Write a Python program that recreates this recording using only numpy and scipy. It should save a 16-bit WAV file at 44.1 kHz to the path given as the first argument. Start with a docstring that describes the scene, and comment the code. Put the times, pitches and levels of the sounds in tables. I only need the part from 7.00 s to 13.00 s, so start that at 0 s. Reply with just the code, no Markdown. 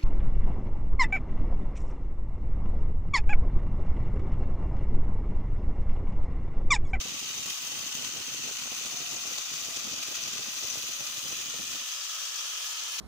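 """An angle grinder fitted with a small chain bar saws into a wooden beam, lifts out and runs free,
speeding up a little as the load goes. Its chain is noise shaped by link blows, and the bar is
noise-driven resonance. The gears whine as tones locked to the spindle, and the deepening kerf
hoots faintly as a gliding narrow band. While it cuts, air and sawdust patter on the right
microphone port as showers of random impulses."""
import sys
import numpy as np
from scipy import signal
from scipy.fft import rfft, irfft, next_fast_len
from scipy.io import wavfile
from scipy.ndimage import uniform_filter1d, map_coordinates

SR = 44100
rng = np.random.default_rng(int(sys.argv[2]) if len(sys.argv) > 2 else 0)


def transcribe(signal):
    """Save signal, clipped to [-1, 1], as a 16-bit WAV file at the path in sys.argv[1]."""
    frames = np.atleast_2d(signal).T
    limited = np.clip(frames, -1, 1)
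    pcm = np.round(limited * 32767).astype(np.int16)
    wavfile.write(sys.argv[1], SR, pcm)


N = 264600  # samples, six seconds


def amp(db):
    """Logarithmic level: decibels to amplitude gain."""
    return 10 ** (np.asarray(db) / 20)


def unit(x):
    """Energy normalisation: x at rms 1."""
    return x / np.sqrt(np.mean(np.abs(x) ** 2) + 1e-20)


def along(points, hz):
    """Logarithmic pitch scale: (Hz, value) points joined by lines on a log axis."""
    point_hz, values = np.transpose(points)
    return np.interp(np.log(hz + 1), np.log(point_hz + 1), values)


def curves(rows):
    """Linear interpolation in time: one value per sample for each column after the seconds."""
    seconds, *columns = np.transpose(rows)
    return [np.interp(np.arange(N) / SR, seconds, column) for column in columns]


def wobble(rate):
    """Band-limited random drift: a smooth curve through `rate` random knots a second."""
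    knots = rng.standard_normal(int(N * rate / SR) + 4)
    return map_coordinates(knots, [np.arange(N) * rate / SR])


def swell_around(samples, middle_s, length_s):
    """Gaussian pulse: 1 at the middle, falling to exp(-2) at length_s on either side."""
    return np.exp(-2 * ((samples / SR - middle_s) / length_s) ** 2)


def filtered(x, response):
    """Linear filtering: the spectrum of x times a complex response of frequency."""
    size = 2 * next_fast_len(N // 2 + SR // 4)  # padded, so that tails do not wrap round
    hz = np.fft.rfftfreq(size, 1 / SR)
    return irfft(rfft(x, size) * response(hz), size)[..., :N]


def causal(points, hz):
    """Minimum phase: the folded cepstrum gives a causal response through (Hz, dB) points."""
    cepstrum = irfft(np.log(amp(along(points, hz))))
    half = len(cepstrum) // 2
    cepstrum[1:half] *= 2
    cepstrum[half + 1:] = 0
    return np.exp(rfft(cepstrum))


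def resonate(x, modes):
    """Modal resonance: x through damped (Hz, width Hz, dB) modes of alternate sign, at rms 1."""
    def response(hz):
        total = 0
        for k, (centre, width, db) in enumerate(modes):
            damping = 1j * hz * width
            total = total + (-1) ** k * amp(db) * damping / (centre ** 2 - hz ** 2 + damping)
        return total
    return unit(filtered(x, response))


def impulses(times, sizes):
    """Impulse train: one spike of the given size at each time."""
    samples = np.clip(np.round(times * SR).astype(int), 0, N)
    return np.bincount(samples, sizes, N + 1)[:N]


# Speed of the spindle under load and free. Each row: time in seconds, speed in turns per second.
SPINDLE_SPEED = [(0, 128.6), (1.6, 122.2), (2.6, 129), (3.1, 133.6), (3.6, 132), (4.2, 134), (4.65, 147.5),
                 (5, 141.2), (5.3, 140.7), (5.7, 141.6), (6, 145)]


def spindle_speed():
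    """Rotation rate: turns per second at every sample."""
    return curves(SPINDLE_SPEED)[0]


# How far the saw is out of the wood. Each row: time in seconds, share lifted out (0-1).
LIFT_OUT = [(0, 0.09), (4.3, 0.22), (4.8, 0.34), (5.2, 0.92), (6, 0.99)]


def lifted():
    """Unloading: the share of the saw that is out of the wood at every sample."""
    return curves(LIFT_OUT)[0]


# Hard slaps of the chain on the bar. Each row: middle in seconds,
# pressure level there in dB, before whip, roughness and normalisation.
CHAIN_SLAPS = [(0.015, 3.5), (0.096, 2), (0.196, 3.5), (0.282, 2), (0.31, 1.5), (0.382, 2.5), (0.464, 2.5),
               (0.503, 3.5), (0.581, 2.5), (0.655, 2.5), (0.791, 2.5), (0.874, 1.5), (0.953, 3.5),
               (1.05, 4.5), (1.116, 0.5), (1.156, 1.5), (1.34, 1.5), (1.439, 1), (1.484, 3), (1.563, 2),
               (1.593, 2), (1.786, 1.5), (1.862, 3), (1.963, 1.5), (2.115, 1), (2.14, 1), (2.227, 2.5),
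               (2.275, 3), (2.332, 2.5), (2.384, 4.5), (2.419, 1), (2.539, 2.5), (2.588, 2), (2.643, 1.5),
               (2.769, 5), (3.031, 5), (3.155, 4.5), (3.236, 2.5), (3.284, 4), (3.335, 3), (3.38, 2),
               (3.463, 2), (3.58, 2), (3.673, 2), (3.703, 3.5), (3.749, 1.5), (3.793, 2), (3.888, 2.5),
               (4.07, 2.5), (4.175, 2), (4.282, 2), (4.372, 1.5), (4.417, 2.5), (4.732, 2.8), (4.952, 1),
               (5.028, 0.5), (5.258, 1.5), (5.388, 1.5), (5.94, 1), (5.99, 4)]
SLAP_S = 0.00975  # from the middle of a slap to exp(-2) of its grip on the level


def throb(turns, loop_db, half_loop_db, whip_db, rough_db, ceiling_db):
    """Periodic modulation: tight and slack runs of the loop press in turn, whip, and at times slap."""
    loops = turns * 6 / 37  # a sprocket of 6 teeth drives a loop of 37 links
    loop = 2 * np.pi * (loops + 0.0687 * wobble(3.126))
    whip = 2 * np.pi * (0.73 * turns + 0.325 * wobble(30))
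    level_db = loop_db * np.cos(loop) + half_loop_db * np.cos(2 * loop) + 0.28 * wobble(24.954)
    level_db = ceiling_db * np.tanh(level_db / ceiling_db)
    for middle_s, db in CHAIN_SLAPS:
        start = max(0, round((middle_s - 3 * SLAP_S) * SR))
        near = np.arange(start, min(N, round((middle_s + 3 * SLAP_S) * SR)))
        contact = swell_around(near, middle_s, SLAP_S)
        level_db[near] += contact * (db - level_db[near])
    roughness_db = rough_db * np.tanh(wobble(170))
    return unit(amp(level_db + whip_db * np.cos(whip) + roughness_db))


def link_blows(turns, scatter_db, jitter_s, t60):
    """Impact excitation: each link hits the sprocket a little differently and its energy decays."""
    teeth = 6
    link = np.arange(int(turns[-1] * teeth))
    times = np.interp(link, turns * teeth, np.arange(N) / SR)
    times = times + jitter_s * rng.standard_normal(len(link))
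    power = impulses(times, amp(scatter_db * rng.random(len(link))) ** 2)
    decay = amp(-60 * np.arange(SR // 20) / SR / t60) ** 2
    power = signal.fftconvolve(power, decay)[:N]
    return unit(np.sqrt(np.abs(power)))


def shifting(x, depth_db):
    """Modal selection: the contact points wander, so now one range of modes speaks, now another."""
    spectrum = signal.stft(x, nperseg=256)[2]
    field = rng.standard_normal(spectrum.shape[1:])
    field = uniform_filter1d(field, size=7, axis=0)  # smooth over frequency
    field = uniform_filter1d(field, size=5, axis=1)  # smooth over time
    return signal.istft(spectrum * amp(depth_db * unit(field)), nperseg=256)[1][:, :N]


# Workshop reverberation. Each row: frequency in Hz, time to fall by 60 dB in seconds.
ROOM_DECAY = [(200, 0.0565), (3000, 0.0757), (12000, 0.056)]


def room(x, wet_db, count=9):
    """Reverberant decay: floor and walls answer, changing as saw and microphone move."""
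    wet = np.zeros((2, N))
    place = np.linspace(0, count - 1, N)
    for k in range(count):
        noise = rng.standard_normal((2, SR // 6))
        hz, t, spectrum = signal.stft(noise, SR, nperseg=256)
        decay = amp(-60 * t / along(ROOM_DECAY, hz)[:, None])
        tail = signal.istft(spectrum * decay, SR, nperseg=256)[1]
        near = np.sqrt(np.clip(1 - np.abs(place - k), 0, 1))  # equal-power crossfade
        wet += signal.oaconvolve(x * near, tail / np.linalg.norm(tail[0]), axes=1)[:, :N]
    return unit(x + amp(wet_db) * wet)


# Spectrum of the rattle at each port. Each row: frequency in Hz, relative level in dB.
LEFT_RATTLE = [(40, -108), (330, -102), (430, -94.5), (540, -89.5), (900, -84.5), (1020, -83.5),
               (1180, -78), (1450, -82.5), (1950, -80.5), (2180, -80), (2450, -77), (2950, -75),
               (3500, -76), (4300, -71.5), (5400, -71), (6200, -66), (6650, -68.5), (7200, -70.5),
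               (7700, -77), (8600, -80.5), (11000, -87.5), (13600, -103), (14700, -95.5)]
RIGHT_RATTLE = [(40, -108), (330, -101), (600, -87), (940, -84), (1290, -76), (1720, -82), (2000, -78.5),
                (2200, -78.5), (2370, -73), (2760, -70), (3000, -67.5), (3450, -71.5), (3750, -70.5),
                (4000, -76), (4850, -77), (6100, -73.5), (7600, -82), (8400, -83.5), (11500, -86),
                (13700, -83), (14700, -80)]
# Likeness of the rattle at the two ports. Each row: frequency in Hz, correlation (-1 to 1).
PORT_LIKENESS = [(100, 0.97), (550, 0.82), (870, 0.405), (1050, 0.5), (1260, 0.93), (1550, -0.144),
                 (1950, 0.17), (2200, -0.304), (3000, -0.073), (3700, 0.19), (5000, -0.084), (6250, 0.363),
                 (7500, 0.023), (10000, -0.033)]
# Resonances of beam and bar under the biting teeth. Each row: frequency in Hz, width in Hz,
# relative level in dB.
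BEAM_MODES = [(1392, 159, -10.5), (2011.5, 99, -7.5), (2416, 129, -0.5), (2623, 189, -0.5),
              (3652, 315, -5.5)]
# rattle: level in the cut, change once free, scale of its wandering (dB)
RATTLE_DB, RATTLE_FREE_DB, RATTLE_WANDER_DB = -35, 0.454, 0.0838
# hiss of the teeth: growth in dB per turn per second, scale of its wandering in dB
HISS_DB_PER_SPEED, HISS_WANDER_DB = 0.0067, 1.13


def chain(turns, pressure):
    """Impact and friction noise: links chatter and scrape along the bar as the teeth bite the beam."""
    lift, speed = lifted(), spindle_speed()
    blows = link_blows(turns, scatter_db=5.0, jitter_s=.0004, t60=0.01033)
    chatter = pressure * np.hypot(blows, .85)  # blows over a steady scrape
    force = shifting(chatter * rng.standard_normal((2, N)), depth_db=0.8)
    force = room(force, wet_db=-9)

    def mid_and_side(hz):
        angle = np.arccos(np.clip(along(PORT_LIKENESS, hz), -1, 1)) / 2
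        return np.array([np.cos(angle), np.sin(angle)])

    def port_colour(hz):
        return amp([along(LEFT_RATTLE, hz), along(RIGHT_RATTLE, hz)])

    mid, side = filtered(force, mid_and_side)
    pair = unit(filtered(np.array([mid + side, mid - side]), port_colour))
    # the hiss of the teeth, above about 8.5 kHz, comes and goes
    treble = filtered(pair, lambda hz: 1 / (1 + (8500 / (hz + 1)) ** 10))
    treble_db = HISS_DB_PER_SPEED * (speed - speed.mean()) + HISS_WANDER_DB * wobble(9)
    level_db = RATTLE_DB + RATTLE_FREE_DB * lift + RATTLE_WANDER_DB * wobble(7.3)
    rattle = amp(level_db) * (pair + (amp(treble_db) - 1) * treble)
    bite = resonate(pressure * blows * rng.standard_normal((2, N)), BEAM_MODES)
    return rattle + (1 - lift) * amp([[-52], [-45]]) * bite


# Ringing of the bar. Each row: time in seconds, level in dB before port gains and wandering.
BAR_RING = [(0.0, -50.5), (0.9, -46), (1.45, -44), (2.6, -43), (2.95, -47), (3.3, -43), (3.8, -43),
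            (4.8, -45), (6.0, -50)]
# Weaker modes of the bar while held in the cut. Each row: frequency in Hz, width in Hz,
# relative level in dB.
WEAK_BAR_MODES = [(2992, 92, -9), (4730, 160, -7.5), (5028, 59, 0), (5890, 150, 2), (6478, 192, 5.5)]


def bar(pressure):
    """Driven resonance: scraping keeps a sharp steel mode singing, with weaker ones and one far above."""
    ring_db, = curves(BAR_RING)
    low = resonate(rng.standard_normal(N), [(6106, 33, 0)]) * amp([[1.3], [-9]])
    high = resonate(rng.standard_normal((2, N)), [(14700, 290, 0)]) * amp([[-24], [-9]])
    others = resonate(rng.standard_normal((2, N)), WEAK_BAR_MODES) * amp([[-44], [-48.5]])
    ringing = amp(ring_db + 0.67 * wobble(14)) * (low + high)
    return pressure * (ringing + (1 - lifted()) * others)  # all shake with the chain


def tone(turns, flutter):
    """Random modulation of a carrier: a line of rms 1 that flutters differently at each port."""
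    drift = np.array([1 + flutter * (wobble(30) + 1j * wobble(30)) for port in range(2)])
    return unit((drift * np.exp(2j * np.pi * turns)).real)


# Tones of the drive. Each row: multiple of spindle speed, level in dB in the cut,
# level in dB running free, left minus right in dB.
DRIVE_TONES = [(4, -73, -73.5, 5.5), (8.96, -67, -62.5, 3), (11.97, -66, -59.5, 5.5)]
# Hum of the rotor, which comes through as the free saw is turned. Each row: time in seconds,
# level in dB of its octave before port gains, level in dB of its fundamental.
ROTOR_HUM = [(0, -78, -82), (4.65, -77, -85.5), (4.85, -68, -86.5), (5.2, -68, -81), (5.4, -65, -73.5),
             (5.6, -62, -71), (6, -63.5, -71)]
# Gear-mesh whistles, which beam past the microphone as the saw is turned. Each row: time in seconds,
# levels in dB at 36 and at 40 times spindle speed, both before port gains.
MESH_WHISTLES = [(0, -62.5, -70.5), (4.4, -60.5, -83.5), (4.7, -66.5, -77), (4.95, -48.5, -56.5),
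                 (5.15, -57, -48.5), (5.4, -55, -56), (5.52, -57, -60), (5.65, -51, -79), (6, -56, -66.5)]
# Resonances of the gear housing, bared when the saw lifts. Each row: frequency in Hz, width in Hz,
# relative level in dB.
HOUSING_MODES = [(604, 109.8, -26.5), (1153, 209, -10.5), (1687, 130, -6), (2984, 120, -0.5),
                 (3230, 138, 2.5), (3510, 436, -6)]


def gears(turns):
    """Rotational harmonics: drive tones follow the spindle; the housing resonates as the saw lifts."""
    lift = lifted()
    octave_db, rotor_db = curves(ROTOR_HUM)
    turns = turns + 0.0112 * wobble(25) + 0.0384 * wobble(7)  # slight unsteadiness of pitch
    rotor = turns * 36 / 11  # the rotor is geared down to the spindle
    hum = amp(octave_db) * tone(2 * rotor, flutter=0.69) * amp([[-4], [0]])
    hum += amp(rotor_db) * tone(rotor, flutter=0.5)
    whine = np.zeros((2, N))
    for order, cut_db, free_db, pan_db in DRIVE_TONES:
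        port_db = np.array([[pan_db], [-pan_db]]) / 2
        level_db = cut_db + lift * (free_db - cut_db) + port_db
        whine += amp(level_db) * tone(order * turns, flutter=1.0)
    mesh36_db, mesh40_db = curves(MESH_WHISTLES)
    whine += amp(mesh36_db) * tone(36 * turns, flutter=1.63) * amp([[3.5], [-3.5]])
    whine += amp(mesh40_db) * tone(40 * turns, flutter=1.4) * amp([[5], [-6]])
    housing = resonate(rng.standard_normal((2, N)), HOUSING_MODES)
    return hum + whine + lift * amp([[-49], [-43]]) * housing


# Air resonance of the kerf. Each row: time in seconds, frequency in Hz, level in dB.
KERF_RESONANCE = [(0, 865.3, -73), (0.55, 845, -72.5), (0.78, 830, -64.5), (1.0, 827, -72.5),
                  (1.7, 741.4, -72), (2.05, 703, -59.5), (2.4, 690, -73), (2.62, 675.6, -65.5),
                  (2.75, 671, -60), (2.9, 661.6, -66), (3.2, 646.7, -67), (3.4, 624.3, -73),
                  (3.7, 595.7, -63.5), (3.87, 589.3, -71), (4.05, 582, -63), (4.4, 566, -78.5)]


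def kerf():
    """Cavity resonance: the slot in the wood hoots breathily, lower as it deepens."""
    hz, db = curves(KERF_RESONANCE)
    breath = wobble(65) + 1j * wobble(65)
    hoot = breath * np.exp(2j * np.pi * np.cumsum(hz) / SR)
    return amp(db) * unit(hoot.real)


def dust(count):
    """Shot noise: grains landing at random moments, at rms 1."""
    sizes = rng.choice([-1, 1], count) * amp(-20 * rng.random(count))
    return unit(impulses(rng.uniform(0, N / SR, count), sizes))


def even(x, span_s):
    """Short-time levelling: the flow is held steady over each span, though its grains are not."""
    power = uniform_filter1d(x ** 2, size=int(span_s * SR), axis=-1)
    return x / np.sqrt(np.abs(power) + 0.025)


# Stream of air and sawdust on the port. Each row: time in seconds, level in dB
# before lulls, flutter and port gains.
DUST_STREAM = [(0.0, -51), (0.48, -54), (0.56, -58), (0.64, -53.5), (1.0, -54.5), (1.5, -50), (1.58, -56.5),
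               (2.3, -55), (2.44, -60.5), (2.54, -61.5), (2.92, -53.5), (3.04, -57.5), (3.85, -54),
               (4.19, -58.5), (4.3, -54), (4.8, -56.5)]
# Lulls in which the stream misses the port. Each row: middle in seconds,
# time from there to exp(-2) of the dip in seconds, change at the middle in dB.
STREAM_LULLS = [(0.56, 0.026, -9), (1.262, 0.0244, -6), (1.541, 0.015, -6), (1.975, 0.0125, -6.5),
                (2.345, 0.012, -1), (2.429, 0.029, -6.5), (3.04, 0.0212, -6), (3.6, 0.0127, -8),
                (3.933, 0.022, -11), (4.206, 0.0206, -14)]
# Puffs of sawdust knocking on the port. Each row: middle in seconds, time from there to exp(-2)
# of the swell in seconds, soft thump in dB, hard grit in dB, both before port gains.
DUST_PUFFS = [(0.01, 0.0137, -46.5, -52.5), (0.062, 0.021, -45.5, -46), (0.093, 0.0154, -43.5, -56),
              (0.138, 0.0162, -45.5, -53.5), (0.229, 0.0117, -44, -57), (0.31, 0.018, -50, -57.5),
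              (0.392, 0.025, -48, -52.5), (0.469, 0.0366, -46.5, -55), (0.728, 0.0184, -50.5, -48),
              (0.798, 0.0215, -48.5, -51.5), (0.961, 0.0097, -54.5, -63.5), (1, 0.058, -47, -47.5),
              (1.069, 0.023, -46.5, -56), (1.168, 0.033, -48, -47.5), (1.201, 0.0173, -46, -46),
              (1.284, 0.013, -46, -46.5), (1.352, 0.015, -48.5, -50), (1.488, 0.022, -49, -42.5),
              (1.627, 0.0163, -47.5, -63), (1.667, 0.015, -46.5, -45.5), (1.724, 0.0113, -44, -45),
              (1.818, 0.016, -56, -47.5), (1.862, 0.029, -46, -45.5), (1.939, 0.026, -48.5, -48.5),
              (2.018, 0.021, -46, -46), (2.139, 0.058, -48, -49.5), (2.271, 0.033, -50.5, -48),
              (2.316, 0.0238, -51, -47), (2.391, 0.0223, -51, -46.5), (2.534, 0.0574, -49, -60),
              (2.624, 0.0205, -50, -55.5), (2.687, 0.046, -50.5, -49), (2.771, 0.0156, -46, -48),
              (2.867, 0.044, -46, -47.5), (2.935, 0.02, -41.5, -48), (2.992, 0.044, -53, -49),
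              (3.081, 0.0163, -46, -46.5), (3.121, 0.023, -58, -45.5), (3.181, 0.0097, -48.5, -58.5),
              (3.261, 0.057, -49, -53), (3.348, 0.0317, -46.5, -50), (3.402, 0.022, -47, -47.5),
              (3.484, 0.0138, -47.5, -46.5), (3.646, 0.0166, -47.5, -41), (3.75, 0.05, -62, -48.5),
              (3.785, 0.026, -50, -50.5), (3.841, 0.0178, -49.5, -68), (3.897, 0.02, -53.5, -49.5),
              (4.017, 0.0185, -47, -46.5), (4.179, 0.012, -48, -53.5), (4.258, 0.017, -44, -49),
              (4.322, 0.0192, -53, -42.5), (4.399, 0.018, -55, -50), (4.546, 0.0206, -53.5, -46.5),
              (4.6, 0.019, -45, -46), (4.624, 0.022, -53.5, -67.5), (4.713, 0.017, -50.5, -64),
              (4.752, 0.032, -49.5, -52.5)]
# Response of the port to touch. Each row: frequency in Hz, relative level in dB.
PORT_TOUCH = [(20, -45), (50, -12.5), (90, -1.5), (220, 1.5), (400, -5), (700, -16), (1100, -20.5),
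              (2500, -34.5), (8000, -63.5)]
# Colour of the hard grit. Each row: frequency in Hz, relative level in dB.
GRIT_COLOUR = [(40, -34), (200, -8.5), (380, 0), (560, -1), (800, -4.5), (1300, -18), (3000, -33.5),
               (8000, -57.5)]
# Largest chips striking the port. Each row: start in seconds, peak in dB before port gains,
# pitch of the thud in Hz.
LARGE_CHIPS = [(0.053, -35.5, 274), (0.95, -36.5, 202), (0.998, -43.5, 257), (1.512, -33.5, 402),
               (1.843, -48, 187), (2.005, -38.5, 254), (2.139, -43.5, 294), (2.763, -43.5, 234),
               (2.924, -39, 285), (3.113, -38, 336), (3.392, -39, 476), (3.486, -38, 275.5),
               (3.645, -41, 276.1), (4.253, -37.5, 315), (4.313, -40.5, 372), (4.598, -36.5, 244)]
EXIT_S, EXIT_FADE_S = 4.825, 0.0285  # the stream swings off the port: when and how fast, seconds
FLUTTER_DB, FLUTTER_RATE = 5, 50  # greatest flutter either way, random knots a second


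def sawdust():
    """Granular impact: air, dust and chips thud on the right port, barely on the left, while it cuts."""
    stream_db, = curves(DUST_STREAM)
    aimed, = curves([(EXIT_S, 1), (EXIT_S + EXIT_FADE_S, 0)])
    lull_db = sum(db * swell_around(np.arange(N), middle_s, length_s)
                  for middle_s, length_s, db in STREAM_LULLS)
    flutter_db = FLUTTER_DB * np.tanh(wobble(FLUTTER_RATE))
    stream = aimed * amp(stream_db + lull_db + flutter_db)
    thump_power, grit_power = stream ** 2, (amp(-6.5) * stream) ** 2
    for middle_s, length_s, thump_db, grit_db in DUST_PUFFS:
        start = max(0, round((middle_s - 2 * length_s) * SR))
        near = np.arange(start, round((middle_s + 2 * length_s) * SR))
        swell = swell_around(near, middle_s, length_s)
        thump_power[near] += (amp(thump_db) * swell) ** 2
        grit_power[near] += (amp(grit_db) * swell) ** 2
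    landing = np.array([dust(count=2500), dust(count=2500)]) + 0.55 * rng.standard_normal((2, N))
    soft = even(unit(filtered(landing, lambda hz: causal(PORT_TOUCH, hz))), span_s=0.0376)
    grit = even(unit(filtered(dust(count=1800), lambda hz: causal(GRIT_COLOUR, hz))), span_s=0.03)
    patter = np.sqrt(thump_power) * soft * amp([[-23], [0.2]])
    patter += np.sqrt(grit_power) * grit * amp([[-27], [-0.3]])
    return patter + chip_thuds() * amp([[-32.5], [0.3]])


def chip_thuds():
    """Damped membrane motion: each chip pushes the membrane in, it springs back, its velocity sounds."""
    thuds, t = np.zeros(N + SR), np.arange(SR // 25) / SR
    for start_s, db, hz in LARGE_CHIPS:
        cycles = hz * t
        dent = np.sin(np.pi * cycles) ** 2 * np.exp(-1.8 * cycles)
        push = np.gradient(dent)
        thud = amp(db) * push / push.max() * rng.choice([-1, 1])
        thuds[round(start_s * SR):][:len(t)] += thud
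    return thuds[:N]


def scene():
    """Superposition: chain, bar, gears, kerf and dust add, the moving parts led by the spindle."""
    turns = np.cumsum(spindle_speed()) / SR
    pressure = throb(turns, loop_db=0.62, half_loop_db=0.72, whip_db=0.5655, rough_db=0.79, ceiling_db=1.5)
    return chain(turns, pressure) + bar(pressure) + gears(turns) + kerf() + sawdust()


TOP_HZ = 15600  # band limit


def record(dry):
    """Band limitation: a very steep low-pass keeps nothing above the limit."""
    return filtered(dry, lambda hz: 1 / (1 + (hz / TOP_HZ) ** 500))


dry = scene()
out = record(dry)
transcribe(out)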